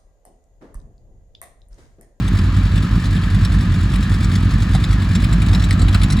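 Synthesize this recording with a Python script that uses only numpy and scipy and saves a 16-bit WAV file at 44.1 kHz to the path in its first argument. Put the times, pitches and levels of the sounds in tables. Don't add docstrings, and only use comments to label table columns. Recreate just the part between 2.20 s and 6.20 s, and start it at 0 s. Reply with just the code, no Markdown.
import sys
import numpy as np
from scipy import signal
from scipy.fft import rfft, irfft, next_fast_len
from scipy.io import wavfile
from scipy.ndimage import uniform_filter1d

SR = 44100
rng = np.random.default_rng(int(sys.argv[2]) if len(sys.argv) > 2 else 0)


def digitize_waveform(pressure):
    field = np.atleast_2d(pressure).T
    bounded = np.clip(field, -1, 1)
    quanta = np.round(bounded * 32767).astype(np.int16)
    wavfile.write(sys.argv[1], SR, quanta)


N = 176400
T = np.arange(N) / SR
LEAD = SR // 2
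M = next_fast_len(N + 2 * LEAD, True)
HZ = np.fft.rfftfreq(M, 1 / SR)


def amp(db):
    return 10 ** (np.asarray(db) / 20)


def unit(x):
    return x / np.sqrt(np.mean(x ** 2) + 1e-20)


def along(points):
    hz, values = np.transpose(points)
    return np.interp(np.log(HZ + 1), np.log(hz + 1), values)


def noise(spectrum):
    return unit(irfft(rfft(rng.standard_normal(M)) * amp(along(spectrum)), M)[:N])


def stereo_noise(spectrum, side_db):
    return unit(noise(spectrum) + amp(side_db) * np.outer([1, -1], noise(spectrum)))


def narrow_band(hz, width_hz):
    fuzz = noise([(0, 0), (width_hz / 2, 0), (width_hz * 2, -30), (width_hz * 10, -80)])
    return unit(fuzz * np.sin(2 * np.pi * np.cumsum(hz + np.zeros(N)) / SR))


def patchy(x, depth_db):
    frames = signal.stft(x, nperseg=1024)[2]
    swell = uniform_filter1d(rng.standard_normal(frames.shape[1:]), size=7, axis=0)
    swell = unit(uniform_filter1d(swell, size=4, axis=1))
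    return unit(signal.istft(frames * amp(depth_db * swell), nperseg=1024)[1][:, :N])


def resonate(x, spectrum):
    cepstrum = irfft(np.log(amp(along(spectrum))), M)
    cepstrum[1:M // 2] *= 2
    cepstrum[M // 2:] = 0
    return irfft(rfft(x, M) * np.exp(rfft(cepstrum)), M)[LEAD:LEAD + N]


def pulses(times, sizes):
    at = np.clip(times * SR + LEAD, 0, M - 2)
    i = at.astype(int)
    return np.bincount(i, sizes * (1 - at + i), M) + np.bincount(i + 1, sizes * (at - i), M)


def puffs(times, sizes, rise_s, t60_s):
    t = T[:SR // 4]
    shape = (1 - np.exp(-(t / rise_s) ** 2)) * np.exp(-np.log(1000) * t / t60_s)
    power = signal.fftconvolve(pulses(times, sizes ** 2), (shape / shape.max()) ** 2)
    return np.sqrt(np.abs(power[LEAD:LEAD + N]))


# (time [s], firing rate [Hz])
NEAR_RATE = [(0.0, 46.85), (0.5, 46.27), (1.0, 46.13), (1.5, 45.1), (2.0, 45.35), (2.5, 45.39),
             (3.0, 44.78), (3.5, 45.4), (4.0, 45.38)]
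FAR_RATE = [(0.0, 52.95), (0.5, 52.67), (1.0, 52.37), (1.5, 52.62), (2.0, 51.98), (2.5, 51.33),
            (3.0, 51.77), (3.5, 51.26), (4.0, 51.66)]
def firings(rate, cylinders=9):
    t = np.arange(-LEAD, N) / SR
    cycles = np.cumsum(np.interp(t, *np.transpose(rate))) / SR
    cycles -= cycles[LEAD]
    count = np.arange(np.ceil(cycles[0]), cycles[-1]).astype(int)
    return np.interp(count, cycles, t), count % cylinders


# (frequency [Hz], relative level [dB])
WASH_SPECTRUM = [(20, -6), (100, -32), (400, -2), (700, -2), (1400, -3.5), (3000, -2.5), (6000, -18),
                 (15000, -48)]
def propeller_wash(level_db=-38, db_per_s=0.24):
    return amp(level_db + db_per_s * (T - T.mean())) * stereo_noise(WASH_SPECTRUM, side_db=-1.5)


# (frequency [Hz], relative level [dB])
VALVE_SPECTRUM = [(200, -2.5), (500, -9.5), (800, -11.5), (1000, -2), (1280, 3), (1480, -3), (1700, 2.5),
                  (2100, -10.5), (2400, -6), (2900, -25.5), (4000, -9), (5700, -23), (7700, -21),
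                  (10000, -33.5), (15500, -33)]
def valve_clatter(level_db=-35, scatter_db=2, floor=2.7):
    times = np.concatenate([firings(NEAR_RATE)[0], firings(FAR_RATE)[0]])
    sizes = amp(scatter_db * rng.standard_normal(len(times)))
    impacts = unit(puffs(times, sizes, rise_s=0.00064, t60_s=0.056))
    rattle = patchy(stereo_noise(VALVE_SPECTRUM, side_db=-20.5), depth_db=1.2)
    return amp(level_db) * unit(floor + impacts) * rattle


# (time [s], relative peak [dB])
KNOCKS = [(0.829, -39), (0.9372, -36), (1.075, -34), (1.3409, -33), (1.826, -35), (1.885, -30),
          (2.153, -41), (2.4823, -34), (2.7706, -37), (2.929, -28.5), (3.3482, -43)]
def clanks(gain_db=-2):
    times, db = np.transpose(KNOCKS)
    envelope = puffs(times, amp(db), rise_s=0.004, t60_s=0.22)
    return amp(gain_db) * envelope * narrow_band(hz=1720, width_hz=150)


# (frequency [Hz], relative level [dB])
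RASP_SPECTRUM = [(200, -3), (450, -8.5), (680, 2), (950, -7), (1400, -1), (3000, -40)]
# (time [s], level [dB])
RASP_GROWTH = [(0, -66), (2.4, -53), (3.3, -38.5), (4, -38.5)]
def rasp():
    times = firings(NEAR_RATE)[0]
    envelope = unit(puffs(times, np.ones(len(times)), rise_s=0.0034, t60_s=0.45))
    level = amp(np.interp(T, *np.transpose(RASP_GROWTH)))
    return level * envelope * stereo_noise(RASP_SPECTRUM, side_db=-1)


# (frequency [Hz], relative level [dB])
GAS_SPECTRUM = [(300, -6), (1000, -5.5), (2000, 3), (2900, -12.5), (3500, 3), (4100, -3.5), (4700, -3),
                (5400, -5.5), (6100, -13.5), (7800, -3.5), (9000, -1.5), (10200, -15.5), (12500, -22),
                (15500, -21)]
CYLINDER_HISS = [8.5, 11, 14.5, 15, 9, 6, 14, 15.5, 16.5]
# (time [s], level [dB])
CHUFF_SWELL = [(0, -42.5), (1, -41), (2, -38.5), (3, -42), (4, -46.5)]
def chuffs(scatter_db=2.5):
    times, cylinder = firings(NEAR_RATE)
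    sizes = amp(np.array(CYLINDER_HISS)[cylinder] + scatter_db * rng.standard_normal(len(times)))
    envelope = unit(puffs(times - .003, sizes, rise_s=0.005, t60_s=0.1))
    level = amp(np.interp(T, *np.transpose(CHUFF_SWELL)))
    return level * envelope * stereo_noise(GAS_SPECTRUM, side_db=-26.5)


def sputter(depth_db=3.5, grain_s=.0008):
    knots = np.arange(0, T[-1], grain_s)
    return unit(amp(depth_db * np.interp(T, knots, rng.standard_normal(len(knots)))))


# (time [s], relative peak [dB], bark re peak [dB], ring frequency [Hz])
SPIT_EVENTS = [(0.078, -27, -8, 3600), (0.187, -29, 0, 3500), (0.464, -31.5, -10, 3700),
               (0.554, -27, -4, 3480), (0.574, -25.5, -1, 3260), (0.8376, -29, -12, 3360),
               (0.8553, -24, -21, 4090), (0.964, -25, -6, 3590), (1.033, -28, -3, 3360),
               (1.248, -21, -7, 3680), (1.3375, -27.5, -11, 3510), (1.735, -28.5, 0, 3370),
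               (1.756, -24, -8, 3834), (1.8254, -24.5, -10, 3940), (2.0248, -28.5, -8, 4270),
               (2.043, -24.5, -23, 2310), (2.132, -29, -3, 3550), (2.152, -19, -23, 3480),
               (2.306, -27, -8, 3450), (2.334, -29, -13, 3460), (2.4196, -24.5, -12, 2314),
               (2.548, -19, -20, 3853), (2.6377, -21, -17, 4030), (2.706, -25, -17, 3820),
               (2.7273, -24.5, -15, 3340), (2.819, -26.5, -17, 3580), (2.95, -18, -8, 3600),
               (3.019, -24.5, -14, 3360), (3.0386, -20.5, -1.5, 2250), (3.126, -20.5, -11, 4120),
               (3.2182, -23.5, -3, 3746), (3.262, -26.5, -4, 4010), (3.284, -26.5, -8, 3665),
               (3.3296, -21, -23, 3680), (3.3468, -17.5, -9.5, 3940), (3.396, -25.5, -19, 3980),
               (3.4183, -23.5, -12, 3630), (3.4375, -17.5, -15, 3935), (3.507, -20, -5, 4110),
               (3.5253, -22.5, -21, 4230), (3.5929, -25, -10, 4080), (3.615, -20, -13, 4180),
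               (3.682, -23.5, -0.5, 4010), (3.7263, -28, -3, 3260), (3.7442, -17, -0.5, 2450),
               (3.814, -22.5, -5, 3510), (3.8326, -18, -5, 2600), (3.901, -19, -28, 3980),
               (3.9213, -19, -28, 5680), (3.9678, -28.5, -16, 3875), (3.988, -28.5, -14, 4150)]
# (frequency [Hz], relative level [dB])
BARK_SPECTRUM = [(400, -32), (1200, -6), (1800, -10), (2400, 5.5), (3200, 1), (5000, -24), (9000, -28)]
# (frequency [Hz], relative level [dB])
OUTLET_MODES = [(4050, -12), (5650, -26), (7750, -15.5)]
def spits(gas_db=-6, ring_db=-14.5, outlet_db_per_s=4.5, rise_s=0.0033, t60_s=0.063):
    times, db, bark_db, ring_hz = np.transpose(SPIT_EVENTS)
    latest = np.maximum(np.searchsorted(times - .002, T) - 1, 0)
    envelope = puffs(times - .0015, amp(db), rise_s, t60_s)
    bark_envelope = puffs(times - .001, amp(db + bark_db), rise_s, t60_s)
    bark = bark_envelope * stereo_noise(BARK_SPECTRUM, side_db=0)
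    ring = envelope * narrow_band(ring_hz[latest], width_hz=280)
    detune = (1 + .025 * rng.standard_normal(len(times)))[latest]
    modes = sum(amp(level) * narrow_band(hz * detune, width_hz=350) for hz, level in OUTLET_MODES)
    drive = amp(db + outlet_db_per_s * (times - T[-1]))
    outlet = puffs(times, drive, rise_s, t60_s=0.057) * modes
    hiss = envelope * sputter() * patchy(stereo_noise(GAS_SPECTRUM, side_db=-23), depth_db=5.5)
    return amp(gas_db) * (hiss + bark) + amp(ring_db) * ring + outlet


def chugs(on_cylinder=7, level_db=-20.5, length_s=.11, start_hz=115, hz_per_s=1000):
    times, cylinder = firings(NEAR_RATE)
    t = T[:int(length_s * SR)]
    envelope = amp(level_db) * np.sin(np.pi * t / length_s)
    out = np.zeros(M)
    for onset in times[cylinder == on_cylinder]:
        size, climb, phase = rng.uniform(-0.97, 1, 3)
        hz = start_hz + hz_per_s * (1 + .5 * climb) * t
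        glide = np.sin(2 * np.pi * (np.cumsum(hz) / SR + phase))
        out[int(onset * SR) + LEAD:][:len(t)] += (1 + .5 * size) * envelope * glide
    return out[LEAD:LEAD + N]


# (frequency [Hz], relative level [dB])
THUMP_SPECTRUM = [(20, -40.5), (32, -28), (42, -5), (58, 0.5), (70, -1.5), (97, 6.5), (128, -1.5),
                  (185, -3), (250, -3.5), (310, -8.5), (400, -21.5), (600, -48), (1500, -68)]
def burble(level_db=-21.7, lag_s=0.005825):
    times = np.concatenate([firings(NEAR_RATE)[0], firings(FAR_RATE)[0]])
    size, late = rng.uniform(-1.062, 1, (len(times), 2)).T
    thumps = pulses(times + lag_s * (1 + late), np.sign(size) * np.sqrt(abs(size)))
    return amp(level_db) * unit(resonate(thumps, THUMP_SPECTRUM))


# (strength [dB], relative delay [ms], resonance [Hz])
NEAR_RUNNERS = [(-1.5, -4.4, 210), (-4.4, -5.9, 153), (7.9, 4.9, 88), (-4.2, 4.7, 283), (-2.2, 3.8, 151),
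                (-5.5, -1, 222), (9.4, 5.7, 84), (-2.9, 5.1, 124), (4.3, 4.3, 117)]
FAR_RUNNERS = [(.3, -5.9, 89), (1.3, -8.4, 169), (2.5, -11.1, 107), (1.5, .9, 78), (.1, -11.3, 51),
               (-5.2, -4.3, 112), (2.2, -10, 135), (.6, -10.3, 138), (-3.6, -15.3, 131)]
# (frequency [Hz], gain [dB])
NEAR_RESPONSE = [(25, -52.2), (48, -5.6), (66, -31.8), (95, -11.7), (125, -24), (165, -8.4), (220, -20.6),
                 (300, -37.1), (500, -43.7), (900, -44.2)]
FAR_RESPONSE = [(25, -42), (48, 3.3), (66, -19.8), (95, -11.3), (125, -14.7), (165, -34), (220, -26.4),
                (300, -35.4), (500, -34.7)]
def exhaust(rate, runners, pipe, scatter_db, q=3):
    times, cylinder = firings(rate)
    sizes = amp(scatter_db * rng.standard_normal(len(times)))
    collector = 0
    for k, (db, delay_ms, hz) in enumerate(runners):
        pressure = pulses(times[cylinder == k] + delay_ms / 1000, sizes[cylinder == k])
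        ratio = HZ / hz
        collector += amp(db) * rfft(pressure) / (1 - ratio ** 2 + 1j * ratio / q)
    return resonate(irfft(collector, M), pipe)


def scene(approach_db_per_s=0.22):
    near = amp(42) * exhaust(NEAR_RATE, NEAR_RUNNERS, NEAR_RESPONSE, scatter_db=0.33)
    far = amp(41) * exhaust(FAR_RATE, FAR_RUNNERS, FAR_RESPONSE, scatter_db=2.1)
    rumble = amp(approach_db_per_s * (T - T.mean())) * (near + far + burble() + chugs())
    return rumble + chuffs() + spits() + valve_clatter() + clanks() + rasp() + propeller_wash()


# (frequency [Hz], left minus right [dB])
PORT_BALANCE = [(60, -1), (380, 0), (700, -1.5), (1290, 0.5), (1800, -0.5), (2400, 5.5), (4000, 1),
                (15000, -1)]
# (frequency [Hz], lead of left [rad])
PORT_PHASE = [(100, -.1), (600, -.2), (1460, 0), (2500, 1.5), (3700, 0), (5080, .9), (6720, .6),
              (7600, -1.9), (9250, -3.14), (11000, -6.2), (12200, -7.2), (13600, -9.4), (15500, -12.6)]
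def record(dry, top_hz=15900):
    half = np.array([[.5], [-.5]])
    ports = amp(half * along(PORT_BALANCE)) * np.exp(1j * half * along(PORT_PHASE))
    return irfft(rfft(dry, M) * ports * (HZ < top_hz), M)[:, :N]


dry = scene()
out = record(dry)
digitize_waveform(out)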